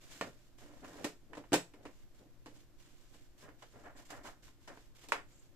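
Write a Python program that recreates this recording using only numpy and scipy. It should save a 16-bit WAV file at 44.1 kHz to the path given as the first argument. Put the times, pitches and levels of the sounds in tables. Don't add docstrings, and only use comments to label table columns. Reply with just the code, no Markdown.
import sys
import numpy as np
from scipy import signal
from scipy.fft import rfft, irfft
from scipy.io import wavfile

SR = 44100
rng = np.random.default_rng(int(sys.argv[2]) if len(sys.argv) > 2 else 0)


def to_wav(sig):
    pcm = np.clip(np.atleast_2d(sig), -1, 1) * 32767
    pcm = np.round(pcm).astype(np.int16)
    wavfile.write(sys.argv[1], SR, pcm.T)


N = 244755
TIME = np.arange(N) / SR
RING = np.arange(SR // 2) / SR

# t/s, panel level/dB, weight (thump over panel)/dB,
# hardness (crack over panel)/dB, chatter length/ms
KNOCK_HITS = [(0.2112, -35.5, -5, -7.5, 2), (0.585, -66, -26, -1.5, 2.4), (0.7376, -70, 3.5, -14, 1.3),
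              (0.8431, -53, -8, -9.5, 6.8), (1.0435, -39, 2, -1.5, 6.8), (1.333, -49.5, -11, -13, 0.73),
              (1.351, -55, -14, -5.5, 4.5), (1.370, -50.5, 3.5, -6, 12), (1.438, -60, -8, -12, 5.6),
              (1.52, -42.5, 10.5, -5.5, 7), (1.5308, -27, 2.5, -1, 12.9), (1.7365, -61, 2, -4.5, 7),
              (1.8529, -50, 1, -8.5, 7.5), (2.459, -53.5, 0, -4.5, 11.2), (3.142, -66.5, 1.5, -0.5, 5.7),
              (3.489, -60.5, -13, -10, 3.4), (3.6221, -53, -9, -5.5, 6.6), (4.103, -51, -29, 0, 6.9),
              (4.255, -51, -12, -4, 18), (4.4812, -63.5, -11, -5.5, 0.8), (4.676, -51, -7.5, -4.5, 6.6),
              (4.773, -59, -2, -8, 2.8), (5.0349, -60.5, -2, -0.5, 8.6), (5.087, -58, -4, 6, 4.5),
              (5.1207, -27, -23.5, -10.5, 0.51), (5.182, -52, -9, -20, 3.5)]
# f/Hz, relative level/dB, t60/s
HOUSING_MODES = [(135, -22, 0.25), (173.2, -19, 0.26), (284, -5.5, 0.051), (300.4, 0.5, 0.094),
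                 (430, -19.5, 0.2), (465.6, -3.5, 0.075), (570, -4, 0.064), (713, -11, 0.061),
                 (787, -12, 0.051), (850, -2.5, 0.02), (1054, -9.5, 0.066), (1396, -23.5, 0.059),
                 (1660, -35, 0.03), (1838, -8, 0.1), (2955, -2.5, 0.07), (3260, -28, 0.072),
                 (4880, -11.5, 0.11), (5400, -13, 0.19), (7850, -2, 0.078)]
# f/Hz, relative level/dB
PANEL_SPECTRUM = [(80, -10), (200, -6.5), (450, -3.5), (1000, -7.5), (2000, -8.5), (3500, -10.5),
                  (6000, -13.5), (7500, -11), (9500, -19.5), (14500, -21.5)]
# t/s, length/s, scrape level/dB, rumble level before its trim/dB
SCRAPE_STROKES = [(0.0, 0.21, -76, -65), (0.22, 0.065, -62.5, -46), (0.60, 0.19, -68.5, -55),
                  (0.81, 0.18, -60.5, -48.5), (0.965, 0.093, -61, -43), (1.29, 0.13, -75, -51),
                  (1.73, 0.17, -73, -55.5), (2.19, 0.061, -81, -55.5), (2.46, 0.094, -78, -54.5),
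                  (3.415, 0.071, -62, -52.5), (3.725, 0.11, -65, -53.5), (3.835, 0.047, -54.5, -52),
                  (3.93, 0.077, -64.5, -58), (4.09, .055, -52, -50.5), (4.15, 0.095, -61.5, -54),
                  (4.235, 0.046, -53, -50), (4.675, 0.046, -56.5, -51), (5.075, 0.13, -77, -54.5)]
# t/s, length/s, level before its trim/dB
RUSTLE_STROKES = [(-0.02, 0.3, -55), (0.10, 0.065, -49.5), (0.32, 0.16, -66), (0.575, 0.08, -57),
                  (0.66, 0.19, -62.5), (0.83, 0.27, -53.5), (1.44, 0.093, -72), (1.82, .2, -65),
                  (2.135, 0.088, -65), (2.48, 0.13, -62), (2.545, 0.017, -65), (2.78, 0.11, -60),
                  (2.87, 0.38, -64), (3.12, 0.054, -61.5), (3.375, 0.063, -55.5), (3.58, .3, -63),
                  (3.96, 0.031, -51.5), (4.045, 0.13, -57), (4.23, 0.051, -50.5), (4.42, 0.061, -57),
                  (4.60, .25, -62.5), (4.945, 0.11, -55.5), (5.28, 0.17, -65.5)]
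# f/Hz, relative level/dB
RUSTLE_SPECTRUM = [(800, 8.5), (1800, 8.5), (3000, 9), (5000, 7.5), (6200, 6.5), (7400, 8.5), (8500, 2.5),
                   (10000, -2.5), (14500, -1.5)]
# peak t/s, half length/s, level/dB
PAPER_SWISHES = [(2.569, 0.012, -72), (3.81, 0.076, -81), (3.98, 0.026, -76), (4.067, 0.012, -64),
                 (5.375, 0.085, -73.5)]
# f/Hz, relative level/dB
ROOM_SPECTRUM = [(12, 13.5), (20, 8.5), (35, 5), (75, -7), (127, -6.5), (181, -13.5), (332, -12.5),
                 (392, -25.5), (476, -33), (897, -25.5), (7280, -32.5), (10100, -39), (13300, -32),
                 (14500, -39)]
# f/Hz, level/dB
HUM_PARTIALS = [(118.4, -74.5), (349.9, -79.5)]
# f/Hz, correlation/0-1
PORT_LIKENESS = [(30, 0.02), (130, 0.4), (300, 0.8), (700, 0.54), (1500, 0.44), (4000, 0.06), (14000, 0)]


def knocks(weight_db_per_octave=85, hardness_db_per_octave=1.5):
    out = np.zeros((2, N + len(RING)))
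    for start_s, db, weight_db, hardness_db, chatter_ms in KNOCK_HITS:
        part_hz = 895 * 2 ** (-weight_db / weight_db_per_octave)
        corner_hz = 3130 + 15000 * 2 ** (min(hardness_db, 0) / hardness_db_per_octave)
        hit = knock(db, db + weight_db, db + hardness_db, chatter_ms / 1000, part_hz, corner_hz)
        start = int(start_s * SR)
        out[:, start:start + len(RING)] += hit
    return out[:, :N]


def knock(panel_db, thump_db, crack_db, chatter_s, part_hz, corner_hz, low_hz=580, high_hz=2600):
    loose = np.tanh((chatter_s / 0.006) ** 2)
    ring = panel(chatter(chatter_s, loose), part_hz, t60=0.15)
    thump = unit(band(ring.mean(axis=0), low_hz, "low", order=4))
    thump = thump + loose * undb(3) * housing_boom(chatter_s) + (1 - loose) * undb(1) * wall_flex()
    mids = band(ring, [low_hz, high_hz], "band")
    crack = band(ring, high_hz, "high")
    crack = band(crack, min(corner_hz, .45 * SR), "low", order=1)
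    layers = [(thump, thump_db), (mids, panel_db), (crack, crack_db)]
    blow_s = 0.016
    return sum(unit(x) * undb(db) for x, db in layers) * np.sqrt(blow_s / RING[-1])


def chatter(length_s, loose, give=0.45, bounce=0.95, count=5):
    force = np.zeros(len(RING))
    force[0] = 1 - give * loose
    rebound_at = (np.arange(count) + rng.uniform(0.18, 1, count)) / count * length_s * SR
    strength = bounce * loose * rng.uniform(0.22, 1, count)
    force[rebound_at.astype(int)] += strength * rng.choice([-1, 1], count)
    return force


def panel(force, part_hz, t60, part_db=5, tick_db=8, modes_db=-5):
    part = undb(part_db) * fade(t60=0.013) * np.sin(2 * np.pi * part_hz * RING)
    modes = undb(modes_db) * band(housing_ring(), 520, "high")
    decay = fade(t60) + undb(tick_db) * fade(t60=0.0036)
    crowd = crowded_modes(force, decay, PANEL_SPECTRUM)
    return band(crowd + convolve(force, modes - part), 140, "high")


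def housing_ring(spot_db=1.5, detune=0.006):
    chance = rng.standard_normal((len(HOUSING_MODES), 2))
    levels = undb(spot_db * chance[:, 0])
    tunings = 1 + detune * chance[:, 1]
    return sum(undb(db) * level * fade(t60) * np.sin(2 * np.pi * hz * tuning * RING)
               for (hz, db, t60), level, tuning in zip(HOUSING_MODES, levels, tunings))


def housing_boom(push_s, top_hz=600):
    onset = 1 - np.exp(-3 * RING / push_s)
    return unit(band(housing_ring() * onset, top_hz, "low", order=6))


def wall_flex(hz=430, t60=0.029):
    return unit(-fade(t60) * np.sin(2 * np.pi * hz * RING))


def crowded_modes(force, decay, spectrum, ragged_db=1.5, spacing_hz=110):
    size = len(force)
    energy = np.maximum(convolve(force ** 2, decay ** 2), 0)
    bunches = rng.standard_normal(512)
    ragged = np.interp(np.fft.rfftfreq(size, 1 / SR) / spacing_hz, np.arange(len(bunches)), bunches)
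    noise = colour(stereo_noise(size), over_hz(spectrum, size) + ragged_db * ragged)
    return np.sqrt(energy) * unit(noise)


def scraping(rumble_trim_db=-7.5, low_hz=600, high_hz=2000):
    force = slips(per_second=490)
    body = panel(force, part_hz=984, t60=0.062, part_db=-3, tick_db=-3, modes_db=-7.5)
    scrape_gain = strokes(SCRAPE_STROKES, attack_s=0.022, resting_db=-84)
    rumble_gain = strokes(SCRAPE_STROKES, attack_s=0.022, resting_db=-67, level_column=3)
    scrape = unit(band(body, [low_hz, high_hz], "band"))
    hollow = unit(body) + undb(-7) * unit(convolve(force, housing_ring()))
    rumble = unit(band(hollow, low_hz, "low", order=4))
    return scrape * scrape_gain + rumble * rumble_gain * undb(rumble_trim_db)


def slips(per_second, spread_db=1.5):
    strength = undb(spread_db * np.minimum(rng.exponential(size=N), 4))
    released = rng.random(N) < per_second / SR
    return released * strength * rng.choice([-1, 1], N)


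def strokes(rows, attack_s, resting_db, release_s=0.035, level_column=2):
    power = undb(resting_db) ** 2
    for row in rows:
        since, length = TIME - row[0], row[1]
        attack = np.clip(since / attack_s, 0, 1)
        release = np.exp(-np.maximum(since - length, 0) / release_s)
        power = power + (undb(row[level_column]) * attack * release) ** 2
    return np.sqrt(power)


def rustling(trim_db=-7, flicker_db=0.5):
    crackle = crowded_modes(slips(per_second=720), fade(t60=0.062), RUSTLE_SPECTRUM)
    motion = strokes(RUSTLE_STROKES, attack_s=0.013, resting_db=-75.5)
    flicker = undb(-flicker_db * wander(hz=25))
    return unit(crackle * flicker) * motion * undb(trim_db)


def swishing(band_hz=(6750, 7850), flicker_db=6):
    swell = sum(undb(db) * np.exp(-((TIME - peak_s) / half_s) ** 2)
                for peak_s, half_s, db in PAPER_SWISHES)
    hiss = unit(band(stereo_noise(N), band_hz, "band", order=2))
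    return hiss * swell * undb(flicker_db * wander(hz=29))


def room(x, wet_db=-14, low_t60=0.16, high_t60=0.24, split_hz=900, build_s=0.014):
    noise = stereo_noise(len(RING))
    lows = band(noise, split_hz, "low", order=1) * fade(low_t60)
    highs = band(noise, split_hz, "high", order=1) * fade(high_t60)
    tail = (lows + highs) * (1 - np.exp(-(RING / build_s) ** 2))
    return x + undb(wet_db) * convolve(x, unit(tail) / np.sqrt(len(RING)))


def hum(waver_rad=0.1):
    return sum(undb(db) * np.sqrt(2) * np.sin(2 * np.pi * hz * TIME + waver_rad * wander(hz=1.1))
               for hz, db in HUM_PARTIALS)


def room_rumble(bed_db=-59, throb_db=2):
    bed = unit(colour(stereo_noise(N), over_hz(ROOM_SPECTRUM, N))) * undb(bed_db)
    bass = band(bed, 110, "low", order=1)
    return bed + bass * (undb(throb_db * wander(hz=4.9)) - 1)


def stereo_noise(size):
    alike = over_hz(PORT_LIKENESS, size)
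    mid, side = rfft(rng.standard_normal((2, size)))
    mid, side = mid * np.sqrt((1 + alike) / 2), side * np.sqrt((1 - alike) / 2)
    return irfft(np.array([mid + side, mid - side]), size)


def wander(hz):
    return unit(band(rng.standard_normal(N), hz, "low", order=2))


def fade(t60):
    return np.exp(-np.log(1000) * RING / t60)


def band(x, hz, kind, order=3):
    return signal.sosfilt(signal.butter(order, hz, kind, fs=SR, output="sos"), x)


def over_hz(points, size):
    hz, value = np.transpose(points)
    return np.interp(np.log(np.fft.rfftfreq(size, 1 / SR) + 1), np.log(hz), value)


def colour(x, curve_db):
    return irfft(rfft(x) * undb(curve_db), x.shape[-1])


def convolve(x, response):
    return signal.fftconvolve(np.atleast_2d(x), np.atleast_2d(response), axes=1)[:, :x.shape[-1]]


def undb(db):
    return 10 ** (np.asarray(db) / 20)


def unit(x):
    return x / np.sqrt(np.mean(x ** 2))


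def scene(pan_db=1.54, shade_hz=700, lag_samples=3):
    left, right = room(knocks() + scraping() + rustling() + swishing())
    left = np.pad(left, (lag_samples, 0))[:N]
    left = left + (undb(-pan_db / 2) - 1) * band(left, shade_hz, "high", order=1)
    right = right + (undb(pan_db / 2) - 1) * band(right, shade_hz, "high", order=1)
    return np.array([left, right]) + hum() + room_rumble()


def record(dry):
    return signal.sosfilt(signal.ellip(10, .2, 70, 14350, fs=SR, output="sos"), dry)


dry = scene()
out = record(dry)
to_wav(out)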